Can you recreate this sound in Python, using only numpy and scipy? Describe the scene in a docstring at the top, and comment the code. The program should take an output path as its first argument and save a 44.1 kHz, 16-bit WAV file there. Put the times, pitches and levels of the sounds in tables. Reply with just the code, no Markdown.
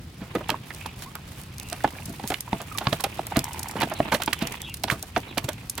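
"""Low outdoor rumble throughout (shaped noise), with wet rubbing and net dragging (grainy noise).
From 0.2 s a live fish thrashes in a plastic basin: thuds (damped sines), modal ringing, air pops
and smacks (noise bursts); spray hisses on the right. Then far birds (gliding noise bands), drops
(rising tones), squeaks (gliding tones), net-knot ticks and, from 3.4 s, a fin chattering (blips)."""
import sys
import numpy as np
from scipy import signal
from scipy.fft import rfft, irfft
from scipy.io import wavfile
from scipy.ndimage import uniform_filter1d

SR = 44100
rng = np.random.default_rng(int(sys.argv[2]) if len(sys.argv) > 2 else 0)


def materialize(psi):
    """Save the field psi as 16-bit PCM at rate SR to the path in sys.argv[1].

    A 1-D psi becomes a single channel; in a 2-D psi each row is a channel.
    """
    bounded = np.clip(np.atleast_2d(psi).T, -1, 1)
    quanta = np.round(bounded * 32767).astype(np.int16)
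    wavfile.write(sys.argv[1], SR, quanta)


N = 255780
LEAD_S = 0.02  # position of the peak in every burst buffer


def gain_of(db):
    """Decibels to gain."""
    return 10 ** (np.asarray(db) / 20)


def evened(x):
    """Scales to rms 1."""
    return x / np.sqrt(np.mean(x ** 2) + 1e-20)


def read(points, hz):
    """Reads a spectrum on a log-frequency axis."""
    f, value = np.transpose(points)
    return np.interp(np.log(hz + 1), np.log(f + 1), value)


def level_curve(points):
    """Gain over the scene, interpolated in dB."""
    return gain_of(np.interp(np.arange(N) / SR, *np.transpose(points)))


def add(mix, s, sound):
    """Mixes a sound in at s seconds."""
    part = mix[..., round(s * SR):][..., :sound.shape[-1]]
    part += sound[..., :part.shape[-1]]


def band(x, lo_hz, hi_hz):
    """Causal band-pass."""
    sos = signal.butter(2, [lo_hz, min(hi_hz, SR / 2.1)], "band", fs=SR, output="sos")
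    return signal.sosfilt(sos, x)


def burst(scale_s, rise_share, fall_share):
    """Time from the peak, and an envelope with a rounded swell and an exponential fall."""
    t = np.arange(round(.12 * SR)) / SR - LEAD_S
    scale_s = max(scale_s, .001)
    rise = np.exp(-(t / (rise_share * scale_s)) ** 2)
    fall = np.exp(-np.maximum(t, 0) / (fall_share * scale_s))
    return t, np.where(t < 0, rise, fall)


def crackly(noise):
    """Level that jumps from droplet to droplet within a splash."""
    return gain_of(1.95 * evened(uniform_filter1d(noise, 25)))


def shaped(noise, shape):
    """Noise under an envelope, carrying the envelope's own energy."""
    cut = noise * shape
    return cut * np.sqrt(np.sum(shape ** 2) / np.mean(np.sum(cut ** 2, axis=-1)))


def grainy(per_s, spread_db, grain_s):
    """Level that jumps with many tiny random slips."""
    size = gain_of(spread_db * np.minimum(rng.exponential(1, N), 4))
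    slips = size * (rng.random(N) < per_s / SR)
    return evened(.5 + signal.lfilter([1], [1, -np.exp(-1 / (grain_s * SR))], slips))


# left-right coherence of diffuse noise: (frequency [Hz], likeness [0-1])
COHERENCE = [(130, 1), (290, 0.93), (640, 0.51), (1400, 0.32), (15000, 0.1)]


def haze(spectrum, patchy_db):
    """Two-channel noise of the given colour with drifting patches, rms 1."""
    frames, hz = N // 256 + 5, np.fft.rfftfreq(1024, 1 / SR)
    a, b, c, d, patches = rng.standard_normal((frames, 513, 5)).T
    patches = uniform_filter1d(patches, size=40, axis=0)  # over frequency
    patches = evened(uniform_filter1d(patches, size=5, axis=1))  # over time
    same = np.clip(read(COHERENCE, hz), -1, 1)[:, None]
    left, other = a + 1j * b, c + 1j * d
    z = np.array([left, same * left + np.sqrt(1 - same ** 2) * other])
    z *= gain_of(read(spectrum, hz)[:, None] + patchy_db * patches)
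    return evened(signal.istft(z, nperseg=1024, noverlap=768)[1][:, :N])


# outdoor air colour: (frequency [Hz], relative density [dB per Hz])
AIR_SPECTRUM = [(18, -44), (30, -29), (66, 2), (100, -3.5), (199, -10), (526, -27.5), (1280, -29.5),
                (4650, -33.5), (8980, -46), (16000, -52)]
AIR_DB = -41.5


def air():
    """Outdoor rumble: diffuse noise weighted to the bass."""
    return gain_of(AIR_DB) * haze(AIR_SPECTRUM, patchy_db=1.0)


# skin-on-plastic colour: (frequency [Hz], relative density [dB per Hz])
RUB_SPECTRUM = [(300, 12), (600, 6.5), (900, 13), (1500, 2.5), (2500, 10), (3600, 3), (5000, -16)]
# net-on-grass colour: (frequency [Hz], relative density [dB per Hz])
RUSTLE_SPECTRUM = [(2500, 5.5), (4500, 3.5), (6500, 1.5), (9000, 3), (13000, 0.5), (16000, -2.5)]
# body rubbing the basin between flaps: (time [s], level [dB])
RUB_LEVEL = [(0.0, -72), (0.3, -49), (0.9, -45), (1.35, -52.5), (1.92, -45), (2.23, -55), (2.86, -46),
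             (3.4, -41.5), (3.62, -46), (4.15, -37), (4.33, -44.5), (4.49, -33.5), (4.73, -60), (4.99, -56),
             (5.3, -42.5), (5.8, -56)]
# wet net dragging over grass: (time [s], level [dB])
DRAG_LEVEL = [(0.0, -56.5), (0.55, -56.5), (0.75, -46), (0.95, -55), (1.03, -40), (1.07, -48.5),
              (1.255, -57), (1.275, -45.5), (1.43, -49), (1.47, -54.5), (1.68, -47.5), (2.23, -46),
              (2.5, -50), (2.86, -45.5), (3.7, -47.5), (4.33, -53), (4.49, -48), (4.7, -53.5),
              (4.95, -44.5), (5.3, -55), (5.8, -52.5)]
SLITHER_RUB_DB, SLITHER_RUSTLE_DB = -18, -28.5  # re the landing


def sliding():
    """Wet body rubs the plastic and the net drags over the grass, in fine grains."""
    rub_grain = grainy(per_s=400, spread_db=3.1, grain_s=0.0029)
    rub = haze(RUB_SPECTRUM, patchy_db=3.0) * rub_grain * gain_of([[-1.5], [1.5]])
    rustle_grain = grainy(per_s=300, spread_db=2.1, grain_s=0.0051)
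    rustle = haze(RUSTLE_SPECTRUM, patchy_db=1.2) * rustle_grain * gain_of([[-1.6], [1.6]])
    moving = slither()
    rub_gain = np.hypot(level_curve(RUB_LEVEL), gain_of(SLITHER_RUB_DB) * moving)
    rustle_gain = np.hypot(level_curve(DRAG_LEVEL), gain_of(SLITHER_RUSTLE_DB) * moving)
    return rub_gain * rub + rustle_gain * rustle


# heavy landings on the basin floor: (time of peak [s], landing level [dB], pitch [Hz])
LANDINGS = [(0.22, -32, 175), (0.36, -26.5, 220), (0.37, -26.5, 320), (0.498, -34, 159), (0.523, -31, 250),
            (1.85, -23.5, 327), (2.084, -35, 190), (2.1, -34, 200), (2.242, -30.5, 209), (2.306, -26, 395),
            (2.532, -22.5, 203), (2.874, -21.5, 145), (2.929, -25, 159), (3.199, -35, 296),
            (3.373, -17, 236), (3.76, -31.5, 185), (3.795, -31, 188), (3.834, -21, 282),
            (4.004, -20.5, 274), (4.14, -26, 200), (4.281, -26, 304), (4.424, -22.5, 226),
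            (4.849, -31, 266), (4.925, -26, 136), (5.176, -28, 292), (5.378, -28, 266), (5.447, -28.5, 136)]
GIVE_DB, SQUELCH_DB = 8, -5.5  # re the landing


def thuds():
    """The wall gives for a cycle or two under the body, with a dull squelch."""
    out = np.zeros(N)
    for s, db, hz in LANDINGS:
        t, shape = burst(1 / hz, rise_share=0.43, fall_share=0.76)
        give = shape * np.sin(2 * np.pi * hz * t + 1.93)
        squelch_shape = burst(0.0047, rise_share=0.063, fall_share=3.8)[1]
        squelch = evened(band(rng.standard_normal(len(t)), 158, 337)) * squelch_shape
        add(out, s - LEAD_S, gain_of(db + GIVE_DB) * give + gain_of(db + SQUELCH_DB) * squelch)
    return out


def slither():
    """Swell of movement that leads into each landing and dies after it."""
    t = np.arange(N) / SR
    rise_s, fall_s = 0.028, 0.052
    moving = np.zeros(N)
    for s, db, _ in LANDINGS:
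        moving += gain_of(db) * np.exp(-abs(t - s) / np.where(t < s, rise_s, fall_s))
    return moving


# basin modes: (frequency [Hz], level re the landing before the strike-spot gain [dB], t60 [s])
BASIN_MODES = [(140.8, -14, 0.15), (332, -12.5, 0.056), (669, -18, 0.13), (1440, -26, 0.064)]


def basin():
    """Each landing leaves the basin ringing in its own modes, struck at a different spot."""
    out, t = np.zeros(N), np.arange(SR // 4) / SR
    spots = rng.uniform(0.36, 4.1, (len(LANDINGS), len(BASIN_MODES)))  # gain per mode
    onset = 1 - np.exp(-t / 0.0002)
    for (s, landing_db, _), spot in zip(LANDINGS, spots):
        ring = np.zeros(len(t))
        for gain, (hz, db, t60_s) in zip(spot, BASIN_MODES):
            ring += gain * gain_of(db - 60 * t / t60_s) * np.sin(2 * np.pi * hz * t)
        add(out, s, gain_of(landing_db) * ring * onset)
    return out


# flaps: (time of peak [s], air pop level [dB], nominal pop pitch [Hz], smack level [dB],
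# half length [s], envelopes use at least 1 ms)
FLAPS = [(0.222, -49, 504, -51, 0.021), (0.355, -16, 471, -61, 0.0039), (0.412, -31, 623, -57, 0.0046),
         (0.494, -16.5, 936, -21, 0.0021), (0.504, -26, 1440, -15.5, 0.0012),
         (0.515, -33, 600, -53, 0.0087), (0.544, -18, 980, -52, 0.00086), (0.707, -28.5, 1680, -39, 0.0025),
         (0.861, -27.5, 917, -34.5, 0.0033), (1.155, -31.5, 1275, -43, 0.0039),
         (1.728, -29, 682, -38.5, 0.0056), (1.846, -8.5, 768, -47, 0.0027), (1.877, -27, 840, -34, 0.0017),
         (2.199, -30, 875, -41, 0.0028), (2.241, -33, 850, -37, 0.0033), (2.306, -19.5, 676, -32, 0.0027),
         (2.321, -24, 738, -33, 0.0048), (2.343, -44, 1532, -20, 0.0018), (2.479, -32, 940, -58, 0.0027),
         (2.531, -13.5, 860, -24.5, 0.0012), (2.607, -31, 646, -40, 0.0066),
         (2.785, -28.5, 860, -22, 0.0026), (2.815, -27.5, 796, -42, 0.0062), (2.857, -33, 890, -40, 0.0041),
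         (2.871, -13.5, 1100, -18.5, 0.0018), (2.93, -17.5, 675, -21.5, 0.0033),
         (3.003, -32, 977, -38.5, 0.0061), (3.043, -18, 778, -22.5, 0.0042), (3.067, -26, 627, -49, 0.0018),
         (3.194, -15, 660, -37, 0.0016), (3.322, -22, 794, -54, 0.0025), (3.365, -19, 700, -27, 0.0061),
         (3.757, -19, 444, -47, 0.00086), (3.768, -30, 932, -45, 0.0082),
         (3.811, -22.5, 940, -24.5, 0.0032), (3.821, -19, 890, -24.5, 0.0036),
         (3.832, -17, 692, -24, 0.0043), (3.874, -24, 700, -48, 0.00066), (3.92, -26, 653, -48, 0.0063),
         (4.004, -7, 608, -58, 0.0015), (4.126, -17.5, 876, -25.5, 0.0072),
         (4.149, -19.5, 617, -20.5, 0.0037), (4.204, -27.5, 665, -39, 0.0037),
         (4.222, -25, 1370, -26.5, 0.0031), (4.279, -14.5, 880, -24, 0.0025),
         (4.332, -27, 1284, -19, 0.0037), (4.422, -40.5, 985, -31.5, 0.013),
         (4.841, -17.5, 745, -20.5, 0.0018), (4.884, -30.5, 910, -33, 0.0061),
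         (4.901, -10.5, 1870, -27, 0.0014), (4.915, -29, 1210, -31, 0.0093), (5.034, -36, 710, -56, 0.0047),
         (5.164, -16, 1300, -19.5, 0.0014), (5.17, -14.5, 710, -36, 0.0038), (5.375, -19, 665, -29, 0.0025),
         (5.383, -22, 990, -18.5, 0.0019), (5.49, -24.5, 648, -29, 0.005), (5.785, -33.5, 896, -36, 0.0081)]
# smack passband: (low edge [Hz], high edge [Hz])
SMACK_BAND_HZ = (1200, 4570)


def flaps():
    """Pop of cupped air and a noisy wet smack for each flap."""
    out = np.zeros(N)
    for s, pop_db, hz, smack_db, half_s in FLAPS:
        t, shape = burst(half_s, rise_share=0.85, fall_share=2.04)
        noise = rng.standard_normal((4, len(t)))
        wobble = 1 + 1.145 * uniform_filter1d(noise[0], 40)  # the air pocket changes size as it is squeezed
        turns = np.cumsum(hz * wobble) / SR
        turns -= turns[round(LEAD_S * SR)]
        slosh = min(110 * half_s, 1.6) * evened(band(noise[1], 222, 1560))  # slow flaps slosh more
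        pop = shape * (slosh - np.cos(2 * np.pi * turns))
        wet = band(noise[2] * crackly(noise[3]), *SMACK_BAND_HZ)
        wet = band(wet, *SMACK_BAND_HZ)  # second pass steepens the edges
        smack = shaped(wet, burst(half_s, rise_share=0.81, fall_share=0.93)[1])
        add(out, s - LEAD_S, gain_of(pop_db) * pop + gain_of(smack_db) * smack)
    return out


def ticks(table, side_db, lo_hz, hi_hz):
    """Short sharp hisses of water; droplet size shifts the colour from one to the next."""
    out = np.zeros((2, N))
    sides_db = np.array([[side_db / 2], [-side_db / 2]])
    for s, db, half_s in table:
        t, shape = burst(half_s, rise_share=0.33, fall_share=1.38)
        shape = shape * np.exp(-(t / (2.53 * half_s)) ** 2)
        common, left, right, grain = rng.standard_normal((4, len(t)))
        water = (common + 1.33 * np.array([left, right])) * crackly(grain)
        hiss = band(water, lo_hz * rng.uniform(0.66, 0.92), hi_hz)
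        add(out, s - LEAD_S, gain_of(db + sides_db) * shaped(hiss, shape))
    return out


# spray: (time of peak [s], level [dB], half length [s])
SPRAY = [(0.352, -36.5, 0.0034), (0.487, -37, 0.006), (0.502, -21.5, 0.0018), (0.748, -31.5, 0.0014),
         (0.863, -35.5, 0.004), (1.154, -25, 0.0008), (1.436, -38.5, 0.0018), (1.599, -25.5, 0.00084),
         (1.687, -35, 0.002), (1.7, -30, 0.0018), (1.729, -21.5, 0.00075), (1.839, -33.5, 0.0027),
         (2.276, -23.5, 0.0016), (2.303, -25.5, .0023), (2.34, -31.5, 0.0026), (2.785, -22.5, 0.003),
         (2.93, -31.5, 0.01), (3.007, -25.5, 0.0029), (3.04, -20.5, .004), (3.369, -15.5, 0.00087),
         (3.392, -17.5, 0.0016), (3.803, -25.5, 0.0012), (3.812, -32, .001), (3.817, -25, 0.0025),
         (3.836, -29, 0.0013), (4.123, -32, 0.012), (4.143, -27.5, 0.014), (4.221, -25.5, 0.0036),
         (4.235, -24, 0.0018), (4.332, -20, 0.0032), (4.391, -30.5, .001), (4.424, -32.5, 0.0038),
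         (4.472, -24.5, 0.0022), (4.523, -28.5, 0.0022), (4.539, -37, 0.0014), (4.742, -27, 0.0037),
         (4.771, -37, 0.003), (4.837, -21.5, 0.0032), (4.901, -26, .0025), (4.913, -30.5, 0.013),
         (5.178, -32.5, 0.0028), (5.203, -40, 0.0024), (5.379, -24, 0.0058), (5.444, -33, 0.0061),
         (5.49, -26, 0.0035), (5.532, -36, 0.0027), (5.779, -26, 0.0039)]


def spray():
    """Droplets flung out of the basin, on the right: brief bright noise bursts."""
    return ticks(SPRAY, side_db=-5.5, lo_hz=3060, hi_hz=13500)  # left minus right


# far calls: (start [s], length [s], start pitch [Hz], end pitch [Hz], level [dB])
BIRD_CALLS = [(0.763, 0.17, 2440, 2675, -51), (1.53, 0.29, 2550, 2774, -56),
              (3.949, 0.027, 4400, 3500, -46), (3.973, 0.025, 4330, 3100, -50),
              (4.34, 0.096, 3530, 2670, -48), (4.609, 0.06, 3195, 3570, -43),
              (4.651, 0.045, 2700, 3020, -43), (4.666, 0.07, 3400, 2239, -45),
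              (5.274, 0.045, 4000, 3450, -49.5)]


def airy_calls():
    """Narrow bands of breathy noise that glide in pitch, then scatter."""
    out = np.zeros(N)
    for s, length_s, start_hz, end_hz, db in BIRD_CALLS:
        count = round(length_s * SR)
        turns = 2 * np.pi * np.cumsum(np.geomspace(start_hz, end_hz, count)) / SR
        slow = uniform_filter1d(rng.standard_normal((2, count)), 75)
        a, b = evened(uniform_filter1d(slow, 45))
        call = a * np.cos(turns) + b * np.sin(turns)
        add(out, s, gain_of(db) * call * signal.windows.tukey(count, .6))
    taps = rng.standard_normal(3000) * (rng.random(3000) < .004)  # scattered by the banks
    taps *= np.exp(-np.arange(3000) / 1500)
    return out + 0.99 * signal.oaconvolve(out, taps / np.linalg.norm(taps + 1e-9))[:N]


# drops off net and hands: (time of peak [s], level [dB], pitch [Hz])
DROPS = [(0.813, -31.5, 2460), (1.613, -36.5, 2520), (1.807, -35, 1800), (1.906, -41, 2000),
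         (1.954, -37, 1620), (1.966, -39.5, 750), (1.986, -33.5, 2300), (2.0, -39.5, 810),
         (2.024, -40, 2700), (2.254, -39, 890), (4.526, -36, 2130)]
DROP_CYCLES, DROP_RISE_PER_S = 6.1, 7.4


def drops():
    """A few cycles of rising pitch with a little splat."""
    out = np.zeros(N)
    for s, db, hz in DROPS:
        t, shape = burst(DROP_CYCLES / hz, rise_share=0.54, fall_share=1.0)
        plop = np.sin(2 * np.pi * hz * t * (1 + DROP_RISE_PER_S * t))
        splat = evened(band(rng.standard_normal(len(t)), 0.68 * hz, 1.17 * hz))
        add(out, s - LEAD_S, gain_of(db) * shape * (plop + 0.56 * splat))
    return out


# wet skin squeaks: (start [s], length [s], start pitch [Hz], end pitch [Hz], initial level [dB])
SQUEAKS = [(1.055, 0.043, 938, 1204, -37), (2.713, 0.017, 1410, 1070, -30),
           (2.747, 0.023, 1295, 1050, -28.5)]


def squeaks():
    """Short gliding tones with jittery pitch and a weak octave, fading as they go."""
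    out = np.zeros(N)
    for s, length_s, start_hz, end_hz, db in SQUEAKS:
        u = np.arange(0, 1, 1 / (length_s * SR))
        jitter = 1 + 0.35 * uniform_filter1d(rng.standard_normal(len(u)), 90)
        hz = start_hz * (end_hz / start_hz) ** u * jitter
        turns = 2 * np.pi * np.cumsum(hz) / SR
        tone = np.sin(turns) + 0.19 * np.sin(2 * turns)
        add(out, s, gain_of(db - 11.0 * u) * tone * signal.windows.tukey(len(u), .5))
    return out


# net knots: (time of peak [s], level [dB], half length [s])
KNOTS = [(1.415, -36, 0.0016), (1.583, -28, 0.00084), (1.632, -33, .001), (2.057, -30.5, 0.0036),
         (2.096, -35.5, 0.0016), (2.128, -39, .0015), (2.284, -33.5, 0.017), (2.407, -20.5, 0.0016),
         (2.617, -28.5, .001), (2.776, -24, 0.0013), (3.269, -22, 0.00085), (3.443, -18.5, .001),
         (3.533, -32, 0.0037), (3.594, -25, 0.0029), (3.631, -24, 0.0023), (3.686, -30.5, 0.005),
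         (3.712, -26.5, 0.00083), (3.899, -31.5, .001), (3.938, -31.5, 0.0028), (4.261, -25.5, 0.0022),
         (4.618, -25, 0.0015), (4.697, -37, 0.002), (5.027, -23.5, 0.002), (5.698, -19.5, 0.003),
         (5.754, -31.5, .001)]


def knots():
    """Wet net knots ticking, near the centre: brief high noise bursts."""
    return ticks(KNOTS, side_db=0.5, lo_hz=5730, hi_hz=13200)  # left minus right


# fin slips along the plastic: (time of peak [s], level [dB])
FIN_SLIPS = [(3.442, -28), (3.456, -31), (3.47, -30.5), (3.483, -27), (3.494, -31), (3.511, -30.5),
             (3.547, -28), (3.562, -33), (3.573, -33), (3.597, -33), (3.605, -31), (3.625, -40),
             (3.645, -33), (3.66, -28), (3.673, -30.5), (3.697, -29), (3.714, -34), (4.63, -39),
             (4.69, -36.5)]
CHATTER_HZ = 950  # nominal, varied per slip


def chatter():
    """Each slip of the fin is a few cycles with a rough overtone and some scrape."""
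    out = np.zeros(N)
    for s, db in FIN_SLIPS:
        t, shape = burst(0.0025, rise_share=0.91, fall_share=0.63)
        hz = CHATTER_HZ * rng.uniform(0.87, 1.06)
        turns = 2 * np.pi * hz * t * (1 - 7.9 * t)  # sags as it slips
        scrape = 0.25 * evened(band(rng.standard_normal(len(t)), 1070, 2200))
        overtone = 0.29 * np.sin(2.18 * turns)
        add(out, s - LEAD_S, gain_of(db) * shape * (np.sin(turns) + scrape + overtone))
    return out


# basin placement: (frequency [Hz], left minus right [dB])
BASIN_SIDE = [(250, 0.5), (800, -2.5), (1500, -6), (3000, -9)]


def from_basin(x):
    """The basin stands to the right: the left channel gets it duller and 30 us late."""
    hz = np.fft.rfftfreq(N, 1 / SR)
    side_db = read(BASIN_SIDE, hz)
    left = gain_of(side_db / 2) * np.exp(-2j * np.pi * hz * .00003)
    return irfft(rfft(x) * np.array([left, gain_of(-side_db / 2)]), N)


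def echoes(x):
    """Short scattered reflections from basin walls, ground and bodies."""
    t = np.arange(round(.1 * SR)) / SR
    taps = rng.standard_normal((2, len(t))) * (rng.random((2, len(t))) < .05)
    taps *= gain_of(-60 * t / 0.086) * (t > .002)  # t60 86 ms, 2 ms gap
    wet = signal.oaconvolve(x, taps / np.linalg.norm(taps[0]), axes=1)[:, :N]
    return band(wet, 680, 16000)


def scene():
    """Fish, spray and net up close; birds and air far off."""
    fish = thuds() + basin() + flaps() + drops() + squeaks() + chatter()
    close = from_basin(fish) + spray() + knots()
    return air() + sliding() + close + gain_of(-12.5) * echoes(close) + airy_calls()


def record(dry):
    """Small microphone ports lose the deepest bass; then a 16.6 kHz band limit."""
    thin = signal.sosfilt(signal.butter(2, 45., "high", fs=SR, output="sos"), dry)
    lowpass = signal.firwin(511, 16600, window=("kaiser", 9), fs=SR)
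    return signal.oaconvolve(thin, lowpass[None], "same")


dry = scene()
out = record(dry)
materialize(out)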